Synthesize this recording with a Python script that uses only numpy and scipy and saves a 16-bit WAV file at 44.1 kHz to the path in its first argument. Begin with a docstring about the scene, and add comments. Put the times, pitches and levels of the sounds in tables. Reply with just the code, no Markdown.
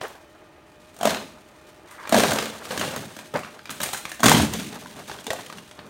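"""A sawn limb under the pull of a rope tears in bursts of cracks; its hinge creaks and it breaks off with more bursts.
Falling, it swishes through twigs and leaves and crashes onto a pile of logs, where loose pieces settle.
Each crack is a noise burst with woody rings; rustle, splinters and rumble are shaped noise in showers.
House walls answer with a diffuse echo; a far motor whines as wavering sines over soft yard noise throughout."""
import sys
import numpy as np
from scipy import signal
from scipy.fft import rfft, irfft, next_fast_len
from scipy.io import wavfile
from scipy.ndimage import uniform_filter1d, map_coordinates

SR = 44100
rng = np.random.default_rng(int(sys.argv[2]) if len(sys.argv) > 2 else 0)


def wav_record(signal):
    """Record a signal, one row per channel, as 16-bit PCM in the file named by sys.argv[1]."""
    frames = np.transpose(np.atleast_2d(signal))
    bounded = np.clip(frames, -1, 1)
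    # unit amplitude maps onto the largest positive 16-bit level
    quanta = np.round(bounded * 32767).astype(np.int16)
    wavfile.write(sys.argv[1], SR, quanta)


N = 259792
LANDING_S = 4.5  # from here on the pile settles


def amp(db):
    """Decibels to gain."""
    return 10 ** (np.asarray(db) / 20)


def unit(x):
    """Scale x to rms 1."""
    return x / np.sqrt(np.mean(x ** 2) + 1e-20)


def along(points, hz):
    """Read a curve of (Hz, value) points on a log frequency axis."""
    f, value = np.transpose(points)
    return np.interp(np.log(hz + 1), np.log(f + 1), value)


def wobble(rate):
    """A smooth random curve with rate knots a second."""
    knots = rng.standard_normal(int(N * rate / SR) + 4)
    return map_coordinates(knots, [np.arange(N) * rate / SR])


def filtered(x, response):
    """Filter x by a response given as a function of frequency."""
    size = next_fast_len(len(x) + 8192)
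    hz = np.fft.rfftfreq(size, 1 / SR)
    return irfft(rfft(x, size) * response(hz), size)[:len(x)]


def crackle(spectrum, spread_db, grain_s, clump_db):
    """Countless tiny breaks: noise in short bursts of unequal size that come in clumps, rms 1."""
    struck = rng.random(N) < 0.03
    sizes = amp(spread_db * np.minimum(rng.exponential(size=N), 3)) * struck
    bursts = signal.lfilter([1], [1, -np.exp(-1 / (grain_s * SR))], sizes)
    grains = bursts * amp(clump_db * wobble(40)) * rng.standard_normal(N)
    return unit(filtered(grains, lambda hz: amp(along(spectrum, hz))))


def crack_burst(noise, t, treble_db, ring_hz, ring_db):
    """Fibres part in a sharp noise tick, the split runs on more quietly and a thin splinter rings."""
    swell = 1 - np.exp(-t / 0.00082)
    tick = amp(-60 * t / 0.0082)
    split = amp(-2.5 - 60 * t / 0.05)
    tilt = [(700, 1), (1500, 1), (5000, -6.5), (7000, treble_db + 3), (16000, treble_db - 14)]
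    body = unit(filtered(noise, lambda hz: amp(along(tilt, hz)))) * (tick + split) * swell
    fray = 0.06 * np.cumsum(noise)  # the phase of the ring wanders
    ring = amp(ring_db + 3.5 - 60 * t / 0.02) * np.sin(2 * np.pi * ring_hz * t + fray) * swell
    # differenced noise makes the first instant the brightest
    edge = amp(treble_db + 8.5 - 60 * t / 0.0058) * swell * np.diff(noise, prepend=0)
    return body + ring + edge


def woody_knock(noise, t, hz, cycles):
    """The piece rings for a few cycles in several modes, its pitch roughened by the tearing grain."""
    # modes of a stick: ratio to the knock pitch, level_db
    stick_modes = [(1, 6), (1.6, 1.5), (2.8, -34), (5.6, 6)]
    knock = np.zeros(len(t))
    for (ratio, level_db), mode_noise in zip(stick_modes, noise):
        tear = 0.026 * np.cumsum(mode_noise)
        decay = amp(level_db - 60 * t * hz * ratio ** 1.55 / cycles)  # high modes die sooner
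        knock += decay * np.sin(2 * np.pi * hz * ratio * t + tear)
    return knock * (1 - np.exp(-t / 0.00068))


def limb_thuds(pushes):
    """Pushes ring the limb's low modes, softened because heavy wood meets wood slowly."""
    # low modes of the limb: centre_hz, width_hz, level_db
    limb_modes = [(166, 15, -9), (217, 20, 8), (306, 51, 2)]

    def response(hz):
        modes = 0
        for k, (centre, width, db) in enumerate(limb_modes):
            resonance = 1j * hz * width / (centre ** 2 - hz ** 2 + 1j * hz * width)
            modes = modes + (-1) ** k * amp(db) * resonance
        soft = 1 / (1 + 1j * hz / 400) ** 2
        return modes * soft

    return filtered(pushes, response)


def snaps():
    """Each break is a burst of crack noise, a short woody knock and a push on the limb's low modes."""
    # snaps of fibres, twigs and logs, in relative levels: start_s, crack_db, knock_pitch_hz,
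    # then in dB re crack: knock_db, treble_db, thud_db; splinter ring_hz, ring_db re crack
    snap_list = [(0.0127, -20, 694, -0.5, -24, -20, 1790, -13), (0.0331, -33, 662, 0, -1, -17, 1610, -4),
                 (0.0817, -40, 450, -13, 2, -21, 1500, -4), (0.9442, -46, 732, -5, 2, -14, 1810, -4),
                 (0.9647, -36, 649, 0, -5, -17, 1550, -6), (0.9886, -38, 700, -1, 0, -16, 4400, -4),
                 (1.0111, -23, 695, 8.5, -11, -7, 3300, -4), (1.0311, -18, 690, 9, -6.5, -3, 3130, -4),
                 (1.0539, -10, 619, 5.5, -8.5, -3, 1600, -16), (1.0724, -11.5, 650, 5, -12, -3, 2070, -14),
                 (1.094, -18, 510, -4, -13, -14, 4180, 4), (1.1058, -14, 695, -10, -12.5, -25, 1500, -15),
                 (1.1458, -17.5, 443, -9, -14, -24, 2700, -4), (1.1694, -24, 590, -7, -21, -24, 3850, -6),
                 (2.037, -32.5, 1380, -6, -34, -30, 1580, -4), (2.0537, -31, 942, 3, -25, -28, 1630, 7),
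                 (2.0733, -26.5, 970, 2, -13, -23, 2380, 5), (2.0931, -20, 640, -1, -3.5, -7.5, 4140, -5),
                 (2.1242, -9.5, 665, 6.5, -10, 4.5, 1630, 1), (2.1439, -8.5, 730, 7, -10, 2.5, 1560, 2.5),
                 (2.1526, -12, 920, 6, -15, 5, 1730, -6), (2.165, -11, 663, 4, -11, -15, 1570, -2),
                 (2.1744, -14.5, 543, 7, -8, -16, 3700, -1), (2.1848, -10, 442, 1.5, -9, 1, 1570, -1),
                 (2.196, -10.5, 355, -6, -13, -17, 1840, -9), (2.2035, -11.5, 678, 5, -8, -18, 2330, -11),
                 (2.2352, -8.5, 703, 0.5, -14, -24, 1550, 3), (2.2554, -21, 660, 4, -16, -13, 3760, -2),
                 (2.287, -29, 490, -10, -21, -16, 3750, 1), (2.3072, -21.5, 706, 3, -10, -19, 1600, -4),
                 (2.3187, -17, 700, 4, -7, -15, 1560, 6), (2.3329, -17, 555, -6, -3, 4, 1540, -7),
                 (2.3587, -24.5, 534, 8, -9, -18, 2920, -2), (2.386, -10, 1660, -20, -13, -30, 1686, -3),
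                 (2.4245, -18, 474, -1.5, -13, -22, 1680, 0.5), (2.4562, -18, 600, -10, -12, -7, 1530, -8),
                 (2.4985, -28, 501, -3, -15, -8, 3550, -1), (2.6534, -25.5, 517, -10, -10, -22, 1640, -13),
                 (2.6912, -32, 735, -4, -4, -3, 1550, -16), (2.7075, -16.5, 527, -4, -27, -16, 1680, -1.5),
                 (2.7756, -15, 1590, -10, -10.5, -7, 1590, -7), (2.7949, -18.5, 585, -12, -5, -1, 3040, 0),
                 (2.812, -13, 647, -1.5, -18, -16, 2830, 1), (2.8498, -28, 520, 4, -23, -18, 1640, 0),
                 (2.877, -25, 520, 4, -22, -22, 2820, -1), (2.9618, -19, 665, -2, -8, -21, 2120, -12),
                 (3.1654, -28.5, 624, -4, -6, -1.5, 1640, -7), (3.1886, -25.5, 590, -7, -12, -24, 1610, 0),
                 (3.3393, -26, 544, 3.5, -11, 4, 1600, -10), (3.3587, -21.5, 587, 3, -18, -17, 2110, 2),
                 (3.3716, -27.5, 590, -4, -8, -5, 1550, -6), (3.3912, -31, 1310, 8, -4, -14, 2280, 4),
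                 (3.4332, -31.5, 1130, 7, -21, -21, 2680, 5), (3.4471, -30, 1400, 6, -24, -22, 2400, 0),
                 (3.4868, -41, 1070, 4, -19, -8, 1500, -4), (3.5913, -33.5, 1280, 3, -24, -22, 1550, 7),
                 (3.6555, -28, 1960, -10, -15, -19, 2350, 4.5), (3.6721, -33, 627, -6, -19, -14, 2370, -1),
                 (3.694, -21.5, 1300, -7, -19, -20, 1540, -4),
                 (3.7055, -23.5, 358, -18, -8, -25, 3720, -14), (3.803, -16.5, 580, -4, -13, -21, 1630, -1),
                 (3.8153, -21, 1010, -4, 0, -25, 3940, 1), (3.8342, -19, 870, -2.5, 2, -23, 1770, -1),
                 (3.86, -25, 2000, -10, -3, -26, 2410, -1), (3.8884, -23, 745, -4, -9, -25, 3820, -9),
                 (3.933, -19, 800, -1, -9, -27, 4160, -2), (3.9457, -23, 1330, -10, -14, -31, 1540, 7),
                 (4.0527, -18, 1140, -2, -17, -35, 2400, -2), (4.117, -22, 1720, 3.5, -9, -22, 1750, -7),
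                 (4.1949, -26, 666, -7, -15, -15, 1630, -4), (4.2037, -23.5, 726, 3, -3, -1, 3420, -7),
                 (4.232, -7.5, 1080, 6, -6.5, -6, 1520, 6.5), (4.2407, -3, 673, -3, -10, -3, 1600, -7),
                 (4.2577, -4, 346, -15, -7, -7, 3410, -1), (4.262, -1.5, 805, -2, -10, -0.5, 1440, -2.5),
                 (4.2824, -1.5, 1230, -5, -14, -7, 1570, -7), (4.2946, -3.5, 1170, -17, -6.5, -3, 2180, -9),
                 (4.3162, -4, 900, 2, -10, -7, 1760, -7), (4.3464, -7.5, 904, -5, -20, -7, 3180, 0.5),
                 (4.3524, -18, 392, -2, -29, -2, 1530, -4), (4.3684, -25, 759, -6, -19, -12, 1510, -13),
                 (4.398, -15.5, 700, 7.5, -22, -5, 1720, -4), (4.4304, -20, 406, -6, -10, 14, 1740, -11),
                 (4.4482, -22, 396, -21, -6, 3, 1880, -11), (4.5357, -15.5, 794, -22, -5.5, -6, 3300, -9),
                 (4.5528, -27.5, 725, -9, -21, 4, 3510, -2), (4.5965, -22.5, 610, -14, -16, -17, 2040, -1),
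                 (4.6593, -37, 355, -10, -18, -3, 2170, -4), (4.7274, -28, 355, -14, -26, -8.5, 1790, -4),
                 (4.8587, -35, 993, 7, -19, -4, 1516, 6), (5.0964, -26, 866, 1, -22, -11, 1570, -11),
                 (5.1142, -25, 384, -6, -17, -22, 1530, 3), (5.1876, -30.5, 1450, -6, -26, -14, 3260, 0),
                 (5.2424, -32.5, 353, -20, -3, -6, 2850, -2), (5.2667, -19.5, 859, -5, -9.5, -4, 3520, 0),
                 (5.2782, -30.5, 460, 6, -19, -18, 3680, -2),
                 (5.3039, -11.5, 618, -7.5, -14.5, -31, 1840, -2),
                 (5.311, -24.5, 513, 6, -26, -26, 1500, 5), (5.3318, -27, 705, 10, 1, -6, 1520, -9),
                 (5.3972, -31, 1770, -10, -19, -19, 1770, -4), (5.4624, -29.5, 622, -21, -10, -20, 3070, 0),
                 (5.4995, -28.5, 1195, 5, -15, -10, 1580, -4),
                 (5.5253, -26.5, 1480, -2, -13, -19, 1530, -12),
                 (5.5834, -29, 1050, -2, -15, -17, 2800, -1), (5.7118, -30.5, 620, -15, -13, -17, 3310, -4),
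                 (5.7906, -27.5, 495, -19, -39, -24, 1730, -2)]
    held_cycles, loose_cycles = 17.8, 25.7  # cycles to fall 60 dB: held by the limb, loose on the pile
    push_gain_db = 38  # a one-sample push rings the narrow modes weakly
    out, pushes, t = np.zeros(N + SR), np.zeros(N), np.arange(SR // 4) / SR
    for start_s, db, hz, knock_db, treble_db, thud_db, ring_hz, ring_db in snap_list:
        noise = rng.standard_normal((5, len(t)))  # one row for the crack, one for each stick mode
        cycles = loose_cycles if start_s > LANDING_S else held_cycles
        crack = crack_burst(noise[0], t, treble_db, ring_hz, ring_db)
        knock = woody_knock(noise[1:], t, hz, cycles)
        start = round(start_s * SR)
        out[start:][:len(t)] += amp(db - 4.5) * crack + amp(db + knock_db - 3.5) * knock
        pushes[start] = amp(db + thud_db + push_gain_db)
    return out[:N] + limb_thuds(pushes)


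def brushes():
    """Twigs full of leaves, whipped by the falling limb, each give a soft-edged swish of crackling noise."""
    # whipped twigs: start_s, relative level_db, rise_s, t60_s
    twig_hits = [(1.909, -22, 0.0022, 0.053), (3.703, -12, 0.0021, 0.04), (3.828, -6, 0.0036, 0.076),
                 (3.9295, -4, 0.0017, 0.061), (3.9689, -12.5, 0.004, 0.053), (4.088, -19.5, 0.0043, 0.09),
                 (4.1415, -20, 0.0035, 0.054)]
    # leaf colour: pitch_hz, density_db (per Hz)
    leaf_colour = [(600, -13), (1200, 2), (4000, -5), (9000, -2), (16000, -12)]
    level, t = np.zeros(N + SR), np.arange(SR // 4) / SR
    for start_s, db, rise_s, t60_s in twig_hits:
        swish = amp(db - 10 - 60 * t / t60_s) * (1 - np.exp(-t / rise_s)) ** 2
        level[round(start_s * SR):][:len(t)] += swish
    return level[:N] * crackle(leaf_colour, spread_db=5, grain_s=0.002, clump_db=1.5)


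def creak():
    """The hinge of uncut wood strains ever harder before it tears: fibres slip in quick rough jerks."""
    # hinge colour: pitch_hz, density_db (per Hz)
    hinge_colour = [(500, -31), (950, 3.5), (1400, -2), (2000, -3), (2600, -19), (5000, -43)]
    span_s, span_db = (1.87, 2.12), (-49, -36)  # start and end
    level = amp(np.interp(np.arange(N) / SR, span_s, span_db, left=-120, right=-120))
    return level * crackle(hinge_colour, spread_db=2, grain_s=0.003, clump_db=2.2)


def thumps():
    """The soil gives one deep, quickly damped swing under each heavy contact."""
    # heavy wood shakes the ground: start_s, relative level_db
    contacts = [(1.1, -38), (3.346, -34), (4.25, -24), (4.35, -29), (4.394, -10)]
    ground_hz, t60_s, rise_s = 83.6, 0.18, 0.01
    out, t = np.zeros(N + SR), np.arange(SR // 2) / SR
    swing = amp(-60 * t / t60_s) * (1 - np.exp(-t / rise_s)) * np.sin(2 * np.pi * ground_hz * t)
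    for start_s, db in contacts:
        out[round(start_s * SR):][:len(t)] += amp(db) * swing
    return out[:N]


def showers():
    """Gains of rustle, splinter and rumble: every shower rises, holds, dies fast and leaves a slow trickle."""
    # debris after each tear or fall: start_s, rise_s, hold_s, t60_s, rustle_db, splinter_db, rumble_db
    shower_list = [(0.0, 0.019, 0.007, 0.45, -43.5, -34, -49), (0.634, 0.038, 0.04, 0.47, -62, -68, -64),
                   (0.79, 0.011, 0.24, 0.57, -60, -70, -58), (0.965, 0.098, 0.029, 0.43, -36.5, -25.5, -33),
                   (1.65, 0.023, 0.073, 0.93, -61, -61, -70), (1.815, 0.057, 0.26, 0.2, -54.5, -51, -60),
                   (2.104, 0.029, 0.15, 0.8, -28.5, -23, -29.5), (2.62, 0.03, 0.026, 0.18, -43, -45.5, -50),
                   (2.69, 0.02, 0.02, 0.58, -38, -30.5, -36.5), (2.77, 0.035, 0.047, 1, -35.5, -30.5, -33),
                   (2.955, 0.011, 0.022, 0.51, -65, -43, -34.5),
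                   (3.335, 0.004, 0.018, 0.2, -48, -25.5, -29), (3.4, 0.03, 0.03, 0.7, -53, -42.5, -49),
                   (3.675, 0.03, 0.06, 0.72, -46.5, -48, -46.5),
                   (3.796, 0.012, 0.031, 0.43, -36.5, -39, -38.5),
                   (3.914, 0.019, 0.012, 0.33, -43, -43, -51),
                   (4.223, 0.017, 0.16, 0.34, -26, -22.5, -17.5),
                   (4.506, 0.028, 0.022, 1.0, -37, -37.5, -30.5), (4.69, 0.03, 0.056, 1, -46.5, -46, -45),
                   (4.926, 0.046, 0.013, 0.5, -46, -45, -43.5),
                   (5.053, 0.033, 0.03, 0.57, -42.5, -40.5, -45), (5.27, 0.068, 0.066, 1, -45.5, -44, -46),
                   (5.496, 0.063, 0.02, 0.38, -54, -44, -41), (5.772, 0.013, 0.13, 0.5, -64, -47, -44)]
    # the wood never quite rests: rustle_db (practically silent), splinter_db, rumble_db
    stir_db = [-120, -58, -60]
    # the trickle, for rustle, splinter and rumble
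    linger_db, linger_t60_s = np.array([[-19], [-22.5], [-22.5]]), np.array([[6], [3.6], [3.2]])
    t = np.arange(N) / SR
    power = amp(stir_db)[:, None] ** 2 * np.ones(N)
    for start_s, rise_s, hold_s, t60_s, *db in shower_list:
        after = np.clip(t - start_s - rise_s - hold_s, 0, None)
        trickle = amp(linger_db - 60 * after / linger_t60_s)
        rise = np.clip((t - start_s) / rise_s, 0, 1) ** 2
        shape = rise * (amp(-60 * after / t60_s) + trickle)
        power = power + (amp(db)[:, None] * shape) ** 2
    return np.sqrt(power)


def debris():
    """Leaves and bark rustle, fibres splinter and the heavy wood rumbles under the single snaps."""
    # colours of the three layers: pitch_hz, density_db (per Hz)
    rustle_colour = [(900, -30), (1500, -5), (2200, -2.5), (4000, -4.5), (6500, -8.5), (10000, -11),
                     (16000, -19)]
    splinter_colour = [(150, -36), (250, -26), (388, -3), (647, -2.5), (807, -4), (906, -4), (1050, -6),
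                       (1640, -9.5), (2190, -17), (4000, -34), (5200, -37), (8800, -120)]
    rumble_colour = [(18, -55), (30, -76), (68, -10.5), (103, -2.5), (145, 1.5), (241, 1), (386, -10),
                     (419, -5), (500, -21), (650, -16), (1100, -120)]
    rustle_gain, splinter_gain, rumble_gain = showers()
    rumble = unit(filtered(rng.standard_normal(N), lambda hz: amp(along(rumble_colour, hz))))
    rustle = crackle(rustle_colour, spread_db=1.5, grain_s=0.004, clump_db=1.2)
    splinter = crackle(splinter_colour, spread_db=5, grain_s=0.0068, clump_db=3.5)
    return rustle_gain * rustle + splinter_gain * splinter + rumble_gain * rumble


def walls(x):
    """A diffuse echo whose frequencies die at their own speeds, from a fresh noise tail for every 50 ms of sound."""
    # decay of the echo off the house walls: pitch_hz, t60_s
    wall_decay = [(150, 0.82), (700, 0.35), (3000, 0.5), (12000, 0.44)]
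    out, step = np.zeros(N + 2 * SR), SR // 20
    delay = 300  # samples
    for start in range(0, N, step):
        hz, t, grid = signal.stft(rng.standard_normal(SR // 2), SR, nperseg=256)
        decay = amp(-60 * t / along(wall_decay, hz)[:, None])
        tail = signal.istft(grid * decay, SR, nperseg=256)[1]
        echo = signal.fftconvolve(x[start:start + step], tail / np.linalg.norm(tail))
        out[start + delay:][:len(echo)] += echo
    return out[:N]


def motor_whine():
    """A far motor: steady partials whose level and phase waver a little at random."""
    # partials of the whine: pitch_hz, relative level_db
    partials = [(608.3, -53), (845.2, -62.5), (1217, -62), (1825, -67), (2428, -67), (2530, -68.5),
                (3036, -71)]
    t, whine = np.arange(N) / SR, np.zeros(N)
    for hz, db in partials:
        level = amp(db + 0.5 + 2.5 * wobble(22))
        whine += level * np.sin(2 * np.pi * hz * t + 2.1 * wobble(17))
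    return whine


def yard_air():
    """Far traffic and wind in the trees: coloured noise in faint patches of time and frequency."""
    # yard colour: pitch_hz, density_db (per Hz)
    yard_colour = [(15, -34), (25, 13.5), (242, -10.5), (317, 6), (531, -8), (607, -5), (1650, -11),
                   (2480, -15.5), (2840, -18), (3080, -24), (3430, -21.5), (8590, -33.5), (16000, -37)]
    grid = signal.stft(rng.standard_normal(N), nperseg=512)[2]
    field = uniform_filter1d(rng.standard_normal(grid.shape), 6, axis=0)
    field = uniform_filter1d(field, 14, axis=1)
    patchy = signal.istft(grid * amp(unit(field)), nperseg=512)[1][:N]  # patches of 1 dB rms
    air = unit(filtered(patchy, lambda hz: amp(along(yard_colour, hz))))
    return amp(-49.5 + 0.87 * wobble(2.14)) * air


def scene():
    """Mix the limb, its echo and the yard."""
    breaks = snaps() + brushes()
    # echo of the breaks up in the crown, then down on the nearer pile
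    crown_echo_db, pile_echo_db = -4, -7.5
    send = amp(np.where(np.arange(N) / SR < LANDING_S, crown_echo_db, pile_echo_db))
    echo = walls(send * breaks)
    mix = breaks + echo + thumps() + debris() + creak() + yard_air() + motor_whine()
    return mix[None]


def record(dry):
    """The phone's microphone colours the sound, rounds off the highest peaks and cuts all above its band limit."""
    # microphone colour: pitch_hz, gain_db
    mic_colour = [(30, -28), (70, -4.5), (2400, -2.5), (3600, 0), (5100, -2.5), (6400, 0.5), (7800, -1.5),
                  (8800, 2.5), (9600, -2.5), (15000, -1)]
    top_hz, ceiling = 15850, 0.97
    x = filtered(dry[0], lambda hz: amp(along(mic_colour, hz)))
    x = x / (1 + np.abs(x / ceiling) ** 6) ** (1 / 6)
    return filtered(x, lambda hz: hz < top_hz)[None]


dry = scene()
out = record(dry)
wav_record(out)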